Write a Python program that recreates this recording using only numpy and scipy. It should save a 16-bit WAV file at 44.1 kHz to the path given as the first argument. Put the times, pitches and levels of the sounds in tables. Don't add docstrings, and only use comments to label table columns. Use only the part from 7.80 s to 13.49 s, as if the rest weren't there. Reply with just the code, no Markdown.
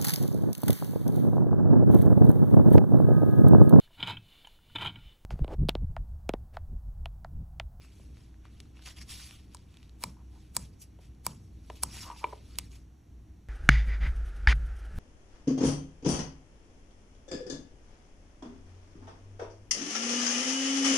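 import sys
import numpy as np
from scipy import signal
from scipy.fft import rfft, irfft, next_fast_len
from scipy.io import wavfile
from scipy.ndimage import uniform_filter1d, map_coordinates

SR = 44100
rng = np.random.default_rng(int(sys.argv[2]) if len(sys.argv) > 2 else 0)


def bounce(signal):
    frames = np.transpose(np.atleast_2d(signal))
    limited = np.clip(frames, -1, 1)
    pcm = np.round(limited * 32767).astype(np.int16)
    wavfile.write(sys.argv[1], SR, pcm)


N = 250796

# freq_hz, level_db
CRACK_SPECTRUM = [(100, -19), (400, -4), (800, -17.5), (1600, -6.5), (2800, -14), (4000, -3.5), (5000, 2.5),
                  (6300, -1), (8700, 4.5), (11000, 3.5), (13500, 4), (15500, -5.5), (17000, -14.5)]
# peel_db, peel_s
GLOVE_SNAPS = [(.8030, -34.5, -61, 14, -13, 3080, 15.5, 1.3, -67, 0.0046),
               (1.7474, -32, -39, -4, -10, 8300, 8.5, 1.4, -64, .01),
               (2.238, -17.5, -23.5, 6, -0.5, 3760, 9, 1.67, -48.5, 0.016),
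               (2.7666, -9.5, -25, 2.5, -2, 7230, 5.5, 1.74, -46.5, 0.011),
               (3.4658, -13.5, -20.5, 0.5, -2, 13200, 6, 2, -47.5, .011),
               (4.0346, -9.5, -22.5, -7.5, -4.5, 10900, 11, 1.94, -32.5, 0.0047),
               (4.7866, -14.5, -36, 11, 0, 2870, 13, 2, -60, 0.0066)]
RING_LAG_S = 0.00048

def snaps(size=4096):
    out, t = np.zeros(N), np.arange(size) / SR
    for start_s, crack_db, hollow_db, hard_db, tilt_db, film_hz, peak_db, damping, *_ in GLOVE_SNAPS:
        film = lambda hz: peak_db * np.exp(-(np.log((hz + 1) / film_hz) / 0.27) ** 2)
        tilt = lambda hz: along([(4000, 0.0045), (10000, tilt_db)], hz)
        crack = pulse(lambda hz: along(CRACK_SPECTRUM, hz) + tilt(hz) + film(hz))
        flutter = rng.standard_normal(size) * (0.021 * decay(t, 0.0017) + 0.078 * decay(t, 0.018))
        flutter[0] = 1
        add(out, start_s, amp(crack_db + 9.5) * signal.fftconvolve(flutter, crack))
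        ring = hollow(hard_db, low_db=-1.5, damping=damping, attack_s=0.00057)
        add(out, start_s + RING_LAG_S, amp(hollow_db) * ring)
    return out


# freq_hz, level_db, t60_s
HOLLOW_MODES = [(478.5, -12, 0.027), (613, -5, 0.015), (727, -6.5, 0.014), (931.5, -2.5, 0.031),
                (990, -6, 0.028), (1130, -14, 0.0062), (1350, -13, 0.0019), (1615, -23, 0.014),
                (2322, -6.5, 0.02), (2970, -26, 0.012), (4180, -24.5, 0.01)]

def hollow(hard_db, low_db, damping, attack_s, pitch=1, size=4096):
    t = np.arange(size) / SR
    contact = [(600, low_db), (900, 0.0062), (1100, 0.0065), (2300, hard_db)]
    ring = np.zeros(size)
    for hz, level_db, t60_s in HOLLOW_MODES:
        gain = amp(level_db + along(contact, hz) + rng.normal(0, 0.22))
        ring += gain * decay(t, t60_s / damping) * np.cos(2 * np.pi * hz * pitch * t)
    bass_cut = signal.butter(3, 400, "highpass", fs=SR, output="sos")
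    return signal.sosfilt(bass_cut, ring * (1 - np.exp(-t / attack_s)))


# freq_hz, level_db
PEEL_SPECTRUM = [(1000, -11), (2500, -12.5), (4500, -10), (6500, -10.5), (9000, -9), (12000, -2),
                 (15500, -8)]

def peeling():
    power = sum(amp(peel_db) ** 2 * swell(snap_s - peel_s, peel_s, rise_s=1.7 * peel_s, fade_s=0.003)
                for snap_s, *_, peel_db, peel_s in GLOVE_SNAPS)
    return np.sqrt(power) * unit(coloured(slips(rate_per_s=4000, scatter_db=-1.5), PEEL_SPECTRUM))


def flap(size=16384):
    envelope, t = np.zeros(N), np.arange(size) / SR
    for start_s, crack_db, hollow_db, *_ in GLOVE_SNAPS:
        thump = amp(crack_db - 39.5) * decay(t, 0.047)
        shake = amp(hollow_db - 21.5) * decay(t, 0.5) * (1 - np.exp(-t / 0.011))
        add(envelope, start_s, thump + shake)
    spectrum = [(40, -15.5), (90, 4.0), (180, 8), (320, -8.5), (700, -33.5), (2000, -59.0)]
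    return envelope * unit(coloured(rng.standard_normal(N), spectrum))


# freq_hz, level_db
RUB_SPECTRUM = [(150, 0), (600, -10.5), (1100, -3.5), (1700, -4.5), (2500, 1), (3400, -1), (4300, -2),
                (5200, 0.5), (7000, -5), (9500, -5), (11500, -0.5), (13200, -5), (15500, -21)]
MID_CUT_PER_TREBLE_DB = 0.97

def sliding():
    level, treble_db, film_hz = hand_motion()
    hiss = slips(rate_per_s=20000, scatter_db=1)
    folds = unit(lowpass(slips(rate_per_s=800, scatter_db=1.8), 7000))
    slack = np.clip(0.8 - treble_db / 12, 0.35, 1)
    grain = patchy(hiss + 0.38 * slack * folds, depth_db=2.6)
    rub = unit(coloured(grain, RUB_SPECTRUM))
    treble = filtered(rub, lambda hz: 1 / (1 + (6000 / (hz + 1)) ** 4))
    mids = lowpass(rub, 2600)
    grip_db = 0.6 * wobble(140)
    rub = rub + (amp(treble_db) - 1) * treble + (amp(-MID_CUT_PER_TREBLE_DB * treble_db) - 1) * mids
    return film_resonance(rub, film_hz) * level * amp(grip_db - 1.15)


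# full_speed_s, hold_s, level_db, treble_db, film_hz
HAND_STROKES = [(0.023, 0.029, -61, -0.5, 2450), (0.12, .11, -67.5, 2.5, 2800),
                (0.363, 0.069, -68, 0, 3250), (0.649, 0.018, -67, -9, 1190), (0.73, 0.11, -71, -1, 3300),
                (0.964, 0.029, -64.5, -5.5, 2700), (1.021, 0.014, -58.5, -2.5, 3720),
                (1.042, 0.0048, -62.5, 7.5, 8500), (1.062, 0.016, -45.5, -2, 4200),
                (1.098, 0.016, -53, 0.5, 4540), (1.17, 0.019, -52, -1, 2830), (1.216, 0.0045, -47, 0, 6300),
                (1.296, 0.022, -47.5, 1.5, 3600), (1.304, 0.024, -48.5, 7, 4570),
                (1.346, 0.1, -49.5, 2.5, 3870), (1.492, 0.067, -59.5, -1, 2520),
                (1.718, 0.071, -68, -2, 3520), (1.924, 0.12, -69.5, -3, 2880),
                (2.537, 0.1, -69.5, 0.5, 3680), (2.798, 0.024, -57.5, 4, 7560),
                (2.838, 0.019, -63.5, 3, 4300), (2.932, 0.0054, -69.5, 1, 4530),
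                (3.002, .014, -67.5, 10.5, 9000), (3.018, 0.012, -57, 8, 5200),
                (3.219, 0.034, -65.5, -0.5, 2820), (3.635, 0.031, -79.5, 15, 8970),
                (3.922, 0.18, -63.5, 1, 4000), (3.96, 0.014, -59, 1.5, 4550),
                (4.145, 0.084, -46.5, 1, 5700), (4.372, 0.028, -54.5, 1.5, 4500),
                (4.424, 0.12, -61, -1.5, 3050), (4.69, 0.12, -62.5, 1, 3450), (4.84, 0.018, -66, 2.5, 3000),
                (4.92, 0.037, -60.5, 0, 7300)]
SETTLE_RE_HOLLOW_DB, SETTLE_TREBLE_DB, SETTLE_HZ = -36.5, 3.5, 6640
HANDLING_DB, HANDLING_END_S, FAINT_FOLD_HZ = -80.5, 5.0, 2850

def hand_motion():
    parts = []
    for start_s, hold_s, level_db, treble_db, film_hz in HAND_STROKES:
        stroke = swell(start_s, hold_s, rise_s=0.0069 + 0.85 * hold_s, fade_s=0.02 + 1.41 * hold_s)
        parts.append((amp(level_db) ** 2 * stroke, treble_db, film_hz))
    for start_s, _, hollow_db, *_ in GLOVE_SNAPS:
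        settle = swell(start_s, hold_s=0.04, rise_s=0.0069, fade_s=0.1)
        parts.append((amp(hollow_db + SETTLE_RE_HOLLOW_DB) ** 2 * settle, SETTLE_TREBLE_DB, SETTLE_HZ))
    fade_out = np.clip(1 + (HANDLING_END_S - np.arange(N) / SR) / 0.087, 0, 1)
    handling = amp(HANDLING_DB + 2.1 * wobble(8.9)) * fade_out
    parts.append((handling ** 2, 0, FAINT_FOLD_HZ))
    total_power = sum(power for power, _, _ in parts)
    treble_db = sum(power * db for power, db, _ in parts) / total_power
    film_hz = sum(power * hz for power, _, hz in parts) / total_power
    return np.sqrt(total_power), treble_db, film_hz


def film_resonance(x, film_hz, height_db=3.5, log_width=0.33):
    hz, t, bins = signal.stft(x, SR, nperseg=256)
    centre_hz = np.interp(t, np.arange(N) / SR, film_hz)
    peak_db = height_db * np.exp(-(np.log((hz[:, None] + 1) / centre_hz) / log_width) ** 2)
    return signal.istft(bins * amp(peak_db))[1][:N]


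# resonance_multiple, level_db
FOLD_SPECTRUM = [(.1, -10.5), (.35, -9), (.6, -8.5), (1, 3), (1.5, -7), (2.7, -13), (5, -23)]
# start_s, level_db, resonance_hz
FOLD_FLIPS = [(0.048, -46, 1500), (0.371, -46, 1500), (.543, -51.5, 1700), (.654, -40, 1160),
              (0.856, -54, 1400), (0.993, -47, 1460), (1.024, -42, 3870), (1.06, -37, 3600),
              (1.079, -39, 1050), (1.158, -55, 3000), (1.219, -45, 3000), (1.293, -38, 3550),
              (1.51, -35.5, 2630), (1.7697, -42.5, 4360), (1.9422, -47.5, 3280), (1.971, -39.5, 3440),
              (2.0299, -43, 2920), (2.095, -46, 4000), (2.2303, -35.5, 2330), (2.751, -35, 8660),
              (2.7802, -39, 6460), (2.794, -37.5, 8000), (3.35, -56, 4400), (3.457, -40, 7500),
              (3.479, -42, 8000), (3.9002, -38, 3000), (4.757, -40, 3500), (4.797, -35.5, 2500),
              (4.822, -49, 3000)]
FAINT_FLIPS_PER_S, FAINT_FLIP_DB = 4.8, -73

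def crinkles(size=1024):
    out, t = np.zeros(N), np.arange(size) / SR
    draws = rng.random((round(FAINT_FLIPS_PER_S * HANDLING_END_S), 3))
    faint = [(HANDLING_END_S * when, FAINT_FLIP_DB + 6 * strength, FAINT_FOLD_HZ * 2 ** (pitch - 0.5))
             for when, strength, pitch in draws]
    for start_s, level_db, fold_hz in FOLD_FLIPS + faint:
        spectrum = [(multiple * fold_hz, db) for multiple, db in FOLD_SPECTRUM]
        tick = pulse(lambda hz: along(spectrum, hz), size=size)
        flutter = 0.043 * rng.standard_normal(size) * decay(t, 0.017)
        flutter[0] = 1
        flutter /= np.linalg.norm(flutter)
        add(out, start_s, amp(level_db + 7.5) * signal.fftconvolve(flutter, tick))
    return out


# freq_hz, level_db
CLICK_SPECTRUM = [(250, -11), (650, -14.5), (1600, -3), (2400, -6.5), (3100, 1.5), (4200, -20.5),
                  (8000, -19.5), (15000, -42.5)]
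# start_s, level_db, hardness_db, low_ring_db, click_db, pitch_ratio, contact_s
FINGER_KNOCKS = [(.198, -57.5, -9, 17.5, -8, .9, 0.002), (3.189, -50.5, -12, 16.5, -9, 0.91, 0.0031),
                 (3.9, -33.5, -13, 10, -3, 0.99, 0.0014), (4.301, -29, -20, -16, -20.5, 0.985, 0.0015),
                 (4.3141, -32, -14, -12, -18.5, 1.03, .0026), (4.3623, -42, -9, -17, -3.5, 0.95, 0.0032),
                 (4.4414, -16, -0.5, 0.5, -16, 1.002, 0.0015), (4.526, -31.5, -18, -2, -31, 0.97, .0026),
                 (4.5309, -32, -14, 9.5, -28, 0.92, 0.0017)]

def knocks(size=1024):
    out, t = np.zeros(N), np.arange(size) / SR
    click = pulse(lambda hz: along(CLICK_SPECTRUM, hz))
    for start_s, level_db, hard_db, low_db, click_db, pitch, contact_s in FINGER_KNOCKS:
        scuff = 0.18 * rng.standard_normal(size) * decay(t, 0.026)
        scuff[0] = 1
        ring = hollow(hard_db, low_db, damping=1.06, attack_s=contact_s, pitch=pitch)
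        add(out, start_s, amp(level_db + 3.0) * ring)
        add(out, start_s, amp(level_db + click_db + 6.0) * signal.fftconvolve(scuff, click))
    return out


# full_speed_s, hold_s, level_db, pitch_ratio, damping_ratio
FINGER_DRAGS = [(2.218, 0.014, -64.5, 1, 1.2), (2.37, 0.046, -67.5, 1.02, 1.5),
                (2.532, 0.048, -69, 0.93, 1.8), (4.23, 0.036, -57, 1.04, 0.61),
                (4.273, 0.022, -50, 1.14, 0.85), (4.311, 0.0053, -45, 1.15, .8),
                (4.329, 0.018, -56, 1.04, .7), (4.417, 0.0058, -51, 1, 0.48),
                (4.433, 0.012, -49, 0.97, 0.51)]

def drags():
    out, judder = np.zeros(N), slips(rate_per_s=2900, scatter_db=3.0)
    for start_s, hold_s, level_db, pitch, damping in FINGER_DRAGS:
        ring = hollow(hard_db=-11, low_db=-23.5, damping=damping, attack_s=0.00015, pitch=pitch)
        envelope = np.sqrt(swell(start_s, hold_s, rise_s=0.012, fade_s=0.018))
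        out += amp(level_db) * envelope * unit(signal.oaconvolve(judder, ring)[:N])
    return out


# freq_hz, gain_db
BENCH_RESPONSE = [(300, -1.5), (1000, 7.5), (1700, -14.5), (3000, -24), (6000, 4), (14000, -21)]

def bench(x, gain_db=-15, t60_s=0.022, size=1024):
    t = np.arange(size) / SR
    scatter = rng.standard_normal((2, size)) * decay(t, t60_s) * (1 - np.exp(-t / 0.0024))
    wet = signal.fftconvolve(x[None], scatter / np.linalg.norm(scatter[0]), axes=1)[:, :N]
    return amp(gain_db) * coloured(wet, BENCH_RESPONSE)


# freq_hz, t60_s
ROOM_DECAY = [(150, 0.27), (1000, 0.3), (4000, 0.3), (9000, 0.22), (15000, 0.023)]

def room(x):
    hz, t, bins = signal.stft(rng.standard_normal((2, SR // 2)), SR, nperseg=256)
    tail = signal.istft(bins * decay(t, along(ROOM_DECAY, hz)[:, None]), SR)[1]
    wet = signal.fftconvolve(x[None], tail / np.linalg.norm(tail[0]), axes=1)[:, :N]
    walls = [(300, -4), (600, -10.5), (1000, -17.5), (1600, -16), (3000, -30), (8000, -20), (14000, -39)]
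    return spread(coloured(wet, walls))


# freq_hz, level_db
RUMBLE_SPECTRUM = [(20, -12), (30, -7.5), (40, -8), (50, -13), (60, 5.5), (80, -2.5), (105, -2.5),
                   (135, -9.5), (190, -11.5), (300, -15), (380, -21.5), (500, -28), (900, -52.5)]
# freq_hz, level_db
HISS_SPECTRUM = [(200, -26), (450, -14.5), (700, -2.5), (1200, -10.5), (2500, -15), (4000, -18),
                 (5200, -23), (5750, -10), (6400, -18.5), (9500, -28), (12000, -14.5), (13500, -10),
                 (15000, -48)]
# freq_hz, rms_db
HUM_TONES = [(59.3, -54.5), (187, -74), (315, -72)]

def background(rumble_db=-52.5, hiss_db=-72.0):
    noise = lambda spectrum: unit(spread(coloured(rng.standard_normal((2, N)), spectrum)))
    hum, t = np.zeros(N), np.arange(N) / SR
    for hz, rms_db in HUM_TONES:
        level = np.sqrt(2) * amp(rms_db + 2.5 * wobble(11.0))
        hum += level * np.sin(2 * np.pi * hz * t + 1.71 * wobble(5.1))
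    rumble = amp(rumble_db + 1.5 * wobble(7)) * noise(RUMBLE_SPECTRUM)
    return rumble + amp(hiss_db) * noise(HISS_SPECTRUM) + hum


# freq_hz, correlation
STEREO_LIKENESS = [(40, 1), (80, .999), (130, 0.98), (300, 0.7), (900, 0.3), (1600, 0.9), (2500, .92),
                   (5000, .92), (7000, .99), (10000, 1)]

def spread(pair):
    angle = lambda hz: np.arccos(np.clip(along(STEREO_LIKENESS, hz), -1, 1)) / 2
    mid, side = filtered(pair, lambda hz: np.array([np.cos(angle(hz)), np.sin(angle(hz))]))
    return np.array([mid + side, mid - side])


def slips(rate_per_s, scatter_db):
    releases = (rng.random(N) < rate_per_s / SR) * rng.standard_normal(N)
    return unit(releases * amp(scatter_db * rng.standard_normal(N)))


def patchy(x, depth_db):
    bins = signal.stft(x, nperseg=256)[2]
    field = uniform_filter1d(rng.standard_normal(bins.shape), size=4, axis=0)
    field = uniform_filter1d(field, size=7, axis=1)
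    return signal.istft(bins * amp(depth_db * unit(field)))[1][:N]


def swell(start_s, hold_s, rise_s, fade_s):
    t = np.arange(N) / SR
    away = np.maximum(start_s - t, 0) / rise_s + np.maximum(t - start_s - hold_s, 0) / fade_s
    return amp(-20 * np.minimum(away, 10)) ** 2


def pulse(spectrum_db, size=4096):
    cepstrum = irfft(spectrum_db(np.fft.rfftfreq(size, 1 / SR)) * np.log(10) / 20)
    cepstrum[1:size // 2] *= 2
    cepstrum[size // 2 + 1:] = 0
    shape = irfft(np.exp(rfft(cepstrum)))
    return shape / np.linalg.norm(shape)


def wobble(knots_per_s):
    knots = rng.standard_normal(int(N * knots_per_s / SR) + 4)
    return map_coordinates(knots, [np.arange(N) * knots_per_s / SR])


def filtered(x, response):
    size = next_fast_len(N + SR // 2)
    return irfft(rfft(x, size) * response(np.fft.rfftfreq(size, 1 / SR)), size)[..., :N]


def coloured(x, spectrum):
    return filtered(x, lambda hz: amp(along(spectrum, hz)))


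def lowpass(x, cutoff_hz, order=4):
    return filtered(x, lambda hz: 1 / (1 + (hz / cutoff_hz) ** order))


def along(points, hz):
    freqs_hz, values = np.transpose(points)
    return np.interp(np.log(hz + 1), np.log(freqs_hz), values)


def amp(db):
    return 10 ** (np.asarray(db) / 20)


def decay(t, t60_s):
    return amp(-60 * t / t60_s)


def unit(x):
    return x / np.sqrt(np.mean(x ** 2) + 1e-20)


def add(track, start_s, sound):
    part = track[round(start_s * SR):][:len(sound)]
    part += sound[:len(part)]


# freq_hz, left_minus_right_db
SNAP_BALANCE = [(2000, 1), (9000, 1.5), (12500, -2), (16000, -5)]

def scene():
    cracks = snaps()
    handling = sliding() + peeling() + crinkles() + knocks() + drags()
    beamed = filtered(cracks, lambda hz: amp(np.array([[0.5], [-0.5]]) * along(SNAP_BALANCE, hz)))
    glove = cracks + handling
    return beamed + handling + bench(glove) + room(glove) + flap() + background()


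# freq_hz, left_lag_rad
PORT_PHASE = [(100, 0), (4100, .03), (4700, .8), (5020, 3.14), (5300, 5.3), (5800, 6.2), (7300, 6.4),
              (9000, 7.35), (11300, 8.4), (13000, 9.3)]

def record(dry):
    ports = filtered(dry, lambda hz: np.exp(np.array([[-0.5j], [0.5j]]) * along(PORT_PHASE, hz)))
    return lowpass(ports, cutoff_hz=16500, order=160)


dry = scene()
out = record(dry)
bounce(out)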